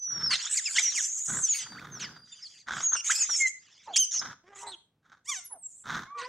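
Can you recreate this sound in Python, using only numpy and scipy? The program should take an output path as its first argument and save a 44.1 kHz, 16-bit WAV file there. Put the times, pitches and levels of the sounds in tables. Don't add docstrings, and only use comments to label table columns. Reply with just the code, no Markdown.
import sys
import numpy as np
from scipy import signal
from scipy.fft import rfft, irfft, next_fast_len
from scipy.io import wavfile
from scipy.ndimage import uniform_filter1d, map_coordinates

SR = 44100
rng = np.random.default_rng(int(sys.argv[2]) if len(sys.argv) > 2 else 0)


def waveform_to_disk(signal):
    frames = np.transpose(np.atleast_2d(signal))
    scaled = np.clip(frames, -1, 1) * 32767
    samples = np.round(scaled).astype(np.int16)
    wavfile.write(sys.argv[1], SR, samples)


N = 276948
TIME = np.arange(N) / SR
TOP_HZ = 15760
CLEAN, ROUGH = 0.007, 0.04
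JITTER_RATE = 1800
EDGE_SHARE = 0.16


def amp(db):
    return 10 ** (np.asarray(db) / 20)


def unit(x):
    return x / np.sqrt(np.mean(x ** 2) + 1e-20)


def along(points, hz):
    f, v = np.transpose(points)
    return np.interp(np.log(hz + 1), np.log(f), v)


def wobble(rate, n=N):
    knots = rng.standard_normal(int(n * rate / SR) + 4)
    return map_coordinates(knots, [np.arange(n) * rate / SR])


def filtered(x, response):
    m = next_fast_len(N + SR // 4)
    return irfft(rfft(x, m) * response(np.fft.rfftfreq(m, 1 / SR)), m)[..., :N]


def noise(spectrum):
    return unit(filtered(rng.standard_normal(N), lambda hz: amp(along(spectrum, hz))))


def voice(pitch, tilt_db, jitter):
    # (frequency [Hz], level [dB])
    throat = [(400, -19), (1000, -9), (2100, -1), (2700, -12), (3300, -6), (4250, -14), (6100, 2),
              (8000, -7), (10500, -30), (15000, -46)]
    n = len(pitch)
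    shake = 0.008 * wobble(60, n) + jitter * wobble(JITTER_RATE, n)
    phase = 2 * np.pi * np.cumsum(pitch * (1 + shake)) / SR
    order = np.arange(1, int(TOP_HZ / pitch.min()) + 2)[:, None]
    drift_db = 4.5 * np.array([wobble(35, n) for k in order])
    harmonic_hz = order * pitch
    weight = amp(along(throat, harmonic_hz) + tilt_db * np.log2(order) + drift_db)
    weight = weight * (harmonic_hz < SR / 2)
    start_phase = rng.uniform(0, 2 * np.pi, order.shape)
    wave = np.sum(weight * np.sin(order * phase + start_phase), 0)
    even_wave = wave / np.sqrt(np.sum(weight ** 2, 0) / 2)
    flutter_db = 2 * wobble(100, n) + 35 * jitter * wobble(JITTER_RATE / 2, n)
    return even_wave * amp(flutter_db)


def note(row, tilt_db, jitter):
    arch_octaves = 0.018
    swell_db, crest = 4.5, 0.25
    start, length, first_hz, last_hz, peak_db = row
    span = slice(*np.searchsorted(TIME, [start - length / 2, start + length + length / 2]))
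    u = (TIME[span] - start) / length
    inside = np.clip(u, 0, 1)
    outside = np.abs(u - inside)
    glide = first_hz * (last_hz / first_hz) ** ((u + inside) / 2)
    pitch = glide * 2 ** (arch_octaves * (1 - (2 * inside - 1) ** 2))
    level_db = peak_db - swell_db * np.interp(u, [0, crest, 1], [1, 0, 1]) ** 2
    fade = np.exp(-outside / EDGE_SHARE) * (1 - 2 * outside) ** 2
    out = np.zeros(N)
    out[span] = voice(pitch, tilt_db, jitter) * fade * amp(level_db)
    return out


def whistles(tilt_db=-14):
    # (start [s], length [s], first pitch [Hz], last pitch [Hz], peak level [dB])
    whistle_notes = [(0.019, 0.2, 5990, 5400, -34), (0.232, 0.066, 5510, 4990, -27.5),
                     (0.309, 0.035, 4620, 4010, -25.5), (0.33, 0.021, 1930, 2080, -33.5),
                     (0.454, 0.0075, 6030, 7000, -28), (0.523, 0.028, 7670, 8230, -27.5),
                     (0.657, 0.022, 5100, 4800, -27), (0.66, 0.029, 2800, 2150, -35.5),
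                     (0.783, 0.0055, 1928, 2210, -19), (0.827, 0.075, 5950, 5610, -25),
                     (1.428, 0.045, 6450, 5700, -28), (1.486, 0.051, 6980, 6430, -24.5),
                     (1.549, 0.23, 4830, 4560, -50.5), (1.769, 0.029, 1235, 2540, -41.5),
                     (1.923, 0.058, 6400, 5400, -43), (2.068, 0.53, 4790, 4680, -58.5),
                     (2.427, 0.044, 5450, 4260, -40.5), (2.839, 0.073, 6630, 6350, -22.5),
                     (2.929, 0.025, 6620, 5800, -24.5), (3.204, 0.041, 7050, 6270, -23.5),
                     (3.291, 0.077, 5850, 5300, -26.5), (3.405, 0.068, 2147, 2020, -24.5),
                     (2.321, 0.025, 3580, 3550, -43), (4.193, 0.0098, 5035, 5460, -24.5)]
    return sum(note(row, tilt_db, CLEAN) for row in whistle_notes)


def grunts(rate=80, scatter=0.72):
    # (start [s], length [s], muzzle level [dB], chest level [dB])
    grunt_calls = [(0.064, 0.26, -43.5, -49.5), (1.268, 0.13, -38.5, -43), (1.576, 0.55, -48, -51),
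                   (2.658, 0.16, -33, -51), (2.913, 0.05, -35.5, -62.5), (3.284, 0.03, -35, -72.5),
                   (4.18, 0.14, -41, -53.5), (5.022, 0.15, -59, -74.5), (5.833, 0.19, -33.5, -45.5)]
    # (frequency [Hz], level [dB])
    muzzle = [(500, -16), (1050, -0.5), (1500, 7.5), (2750, -20.5), (3550, -6), (4600, -18.5),
              (6400, -13.5), (14000, -65)]
    # (frequency [Hz], level [dB])
    chest_colour = [(35, -39), (150, -10), (2500, -52.5)]
    pulse_decay_s, leak = 0.0035, 0.3
    flap_hz = rate * np.exp(scatter * wobble(rate))
    cycles = np.floor(np.cumsum(flap_hz) / SR)
    flaps = np.diff(cycles, prepend=0) * amp(5.7 * wobble(rate))
    puffs = signal.lfilter([1], [1, -np.exp(-1 / (pulse_decay_s * SR))], flaps) + leak
    breath = puffs * rng.standard_normal(N)
    rung = unit(filtered(breath, lambda hz: amp(along(muzzle, hz))))
    rumble, out = noise(chest_colour), np.zeros(N)
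    for start, length, db, chest_db in grunt_calls:
        span = slice(*np.searchsorted(TIME, [start, start + 2 * length]))
        age = (TIME[span] - start) / length
        swell = (1 - np.exp(-6 * age)) ** 2 / (1 + age ** 10)
        out[span] += swell * (amp(db) * rung[span] + amp(chest_db) * rumble[span])
    return out


def squeals():
    # (start [s], length [s], first pitch [Hz], last pitch [Hz], peak level [dB], tilt [dB per octave])
    squeal_notes = [(0.303, 0.038, 952, 1235, -37.5, -3), (0.573, 0.028, 2570, 1706, -27.5, 2),
                    (0.754, 0.023, 1550, 1882, -27.5, -1), (0.789, 0.01, 1978, 2410, -22.5, 2),
                    (0.956, 0.049, 2844, 1590, -30.5, 0), (1.535, 0.089, 2335, 1943, -34, 8),
                    (2.009, 0.066, 3043, 1698, -45, -11), (2.964, 0.045, 2760, 2830, -33.5, -8),
                    (3.097, 0.026, 1290, 2357, -26.5, -14), (3.133, 0.1, 2446, 2570, -31.5, 3),
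                    (3.94, 0.054, 3357, 3010, -32.5, -10.5), (3.963, 0.021, 2227, 3273, -21, 7),
                    (4.669, 0.041, 3910, 4190, -44.5, -8.5), (4.719, 0.03, 3785, 3160, -42.5, -22.5),
                    (6.175, 0.12, 468.4, 510.7, -43.5, -10.5)]
    return sum(note(row, tilt_db, ROUGH) for *row, tilt_db in squeal_notes)


def spell(start, length):
    attack_s, release_s = 0.0017 + EDGE_SHARE * length, 0.014
    span = slice(*np.searchsorted(TIME, [start, start + length + 10 * release_s]))
    age = TIME[span] - start
    out = np.zeros(N)
    out[span] = (1 - np.exp(-age / attack_s)) * np.exp(-np.maximum(age - length, 0) / release_s)
    return out


def chaos(flutter_db=1.0):
    # (start [s], length [s], shrill level [dB], low rasp level [dB])
    screams = [(0.303, 0.054, -42, -28), (0.367, 0.11, -41, -37), (0.493, 0.08, -29.5, -40),
               (0.575, 0.3, -35, -45.5), (0.757, 0.041, -37, -28), (0.816, 0.13, -38.5, -41.5),
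               (0.922, 0.14, -30, -48), (0.967, 0.49, -32.5, -60), (1.45, 0.19, -51, -41.5),
               (1.993, 0.051, -60, -36.5), (2.235, 0.38, -60.5, -59.5), (2.721, 0.12, -43, -46),
               (3.037, 0.06, -29.5, -42), (3.101, 0.02, -23.5, -30.5), (3.117, 0.15, -37.5, -44.5),
               (3.298, 0.055, -33.5, -42.5), (3.355, 0.066, -26, -48.5), (3.464, 0.018, -30, -52.5),
               (3.561, 0.37, -67, -60.5), (3.958, 0.0047, -25.5, -32.5), (4.107, 0.078, -28, -45),
               (4.545, 0.084, -48, -57.5), (5.673, 0.15, -51, -82), (6.171, 0.079, -63, -43.5)]
    # (time [s], frequency [Hz])
    tension = [(0.33, 6699), (0.55, 7376), (1.0, 6530), (1.33, 7197), (2.0, 6425), (3.2, 7060),
               (4.17, 5944), (4.6, 7055), (5.75, 7750)]
    # (frequency [Hz], level [dB])
    shrill = [(4300, -40.5), (5900, -8), (6600, 6), (7600, 4), (8600, -12.5), (14000, -43)]
    # (frequency [Hz], level [dB])
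    rasp = [(350, -33.5), (2000, 3.5), (2650, -2), (3500, 9.5), (4300, -11), (5200, 9), (13000, -51)]
    rest_hz, patchy_db, lurch = 7000, 6, 0.14
    shrill_speed = np.interp(TIME, *np.transpose(tension)) / rest_hz * np.exp(ROUGH / 2 * wobble(60))
    rasp_speed = np.exp(lurch * wobble(35))
    powers = sum(np.outer(amp(levels_db) ** 2, spell(start, length) ** 2)
                 for start, length, *levels_db in screams)
    gains = np.sqrt(powers)
    out = 0
    for band, speed, gain in zip((shrill, rasp), (shrill_speed, rasp_speed), gains):
        z = signal.stft(noise(band), nperseg=256)[2]
        patches = uniform_filter1d(rng.standard_normal(z.shape), size=2, axis=0)
        patches = uniform_filter1d(patches, size=12, axis=1)
        torn = signal.istft(z * amp(patchy_db * unit(patches)), nperseg=256)[1]
        sliding = map_coordinates(torn, [np.cumsum(speed)], mode="wrap")
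        power = np.abs(uniform_filter1d(sliding ** 2, size=700))
        out = out + gain * sliding / np.sqrt(power)
    return out * unit(amp(flutter_db * (wobble(110) + wobble(700))))


def coos(tilt_db=-26):
    # (start [s], length [s], first pitch [Hz], last pitch [Hz], peak level [dB])
    coo_notes = [(3.873, 0.063, 943, 672, -44), (4.621, 0.074, 960, 911, -45),
                 (5.506, 0.068, 1000, 647, -54)]
    return sum(note(row, tilt_db, 2 * ROUGH) for row in coo_notes)


def cry(contour, tilt_db, jitter):
    s, hz, db = np.transpose(contour)
    span = slice(*np.searchsorted(TIME, [s[0], s[-1]]))
    pitch = uniform_filter1d(np.interp(TIME[span], s, hz), size=500)
    level = amp(np.interp(TIME[span], s, db))
    ends = signal.windows.tukey(len(pitch), EDGE_SHARE)
    out = np.zeros(N)
    out[span] = voice(pitch, tilt_db, jitter) * level * ends
    return out


def cries(shriek_db=3, yelp_db=2, low_db=-10, moan_db=-30):
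    # (time [s], pitch [Hz], level [dB])
    shriek = [(3.98, 3125, -23.5), (4.02, 3142, -22.5), (4.045, 2926, -30), (4.054, 3170, -38.5),
              (4.1, 2994, -41)]
    low_call = [(4.42, 298.4, -69), (4.49, 393.8, -59), (4.67, 405.3, -50.5), (4.77, 330, -63.5)]
    moan = [(6.0, 979, -76), (6.1, 1110, -49), (6.155, 1180, -39.5), (6.2, 1116, -36), (6.23, 994, -50),
            (6.28, 1020, -33)]
    # (time [s], pitch [Hz], level [dB])
    yelp = [(5.24, 760, -64), (5.283, 1142, -43.5), (5.3, 1195, -29.5), (5.33, 1049, -35.5),
            (5.36, 798, -34), (5.405, 680, -49), (5.49, 734, -63.5)]
    # (time [s], pitch [Hz], level [dB])
    whine = [(5.435, 11490, -42), (5.452, 11300, -41.5), (5.5, 10100, -50), (5.532, 10120, -44),
             (5.57, 8950, -58.5), (5.6, 8800, -54), (5.634, 7820, -44), (5.68, 7440, -37)]
    bright = cry(shriek, shriek_db, CLEAN) + cry(yelp, yelp_db, ROUGH / 2)
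    soft = cry(low_call, low_db, 2 * ROUGH) + cry(moan, moan_db, 2 * CLEAN)
    thin = cry(whine, 0, CLEAN) * unit(amp(3.5 * wobble(50)))
    return bright + soft + thin


def pond(x, near_db=-17, near_t60=0.3, far_db=-27, far_delay=0.069, far_t60=0.28, wide_hz=3000):
    t = np.arange(SR // 2) / SR
    near = amp(-60 * t / near_t60)
    far = amp(-60 * np.abs(t - far_delay) / far_t60) * np.clip(t / far_delay, 0, 1) ** 2
    shape = amp(near_db) * near / np.linalg.norm(near) + amp(far_db) * far / np.linalg.norm(far)
    scatter = shape * rng.standard_normal((2, len(t)))
    wet = signal.fftconvolve(x[None], scatter, axes=1)[:, :N]

    def spread(hz):
        return np.array([np.ones_like(hz), hz / wide_hz]) / (1 + (hz / 9000) ** 4)

    mid, side = filtered(wet, spread)
    return np.array([mid + side, mid - side])


def scene(right_db=0.7):
    # (frequency [Hz], level [dB])
    air = [(30, -20), (110, 0), (15000, -42)]
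    troop = whistles() + grunts() + squeals() + chaos() + coos() + cries()
    hush = amp(-77) * noise(air)
    return troop * amp([[-right_db], [right_db]]) + pond(troop) + hush


def record(dry):
    return filtered(dry, lambda hz: hz < TOP_HZ)


dry = scene()
out = record(dry)
waveform_to_disk(out)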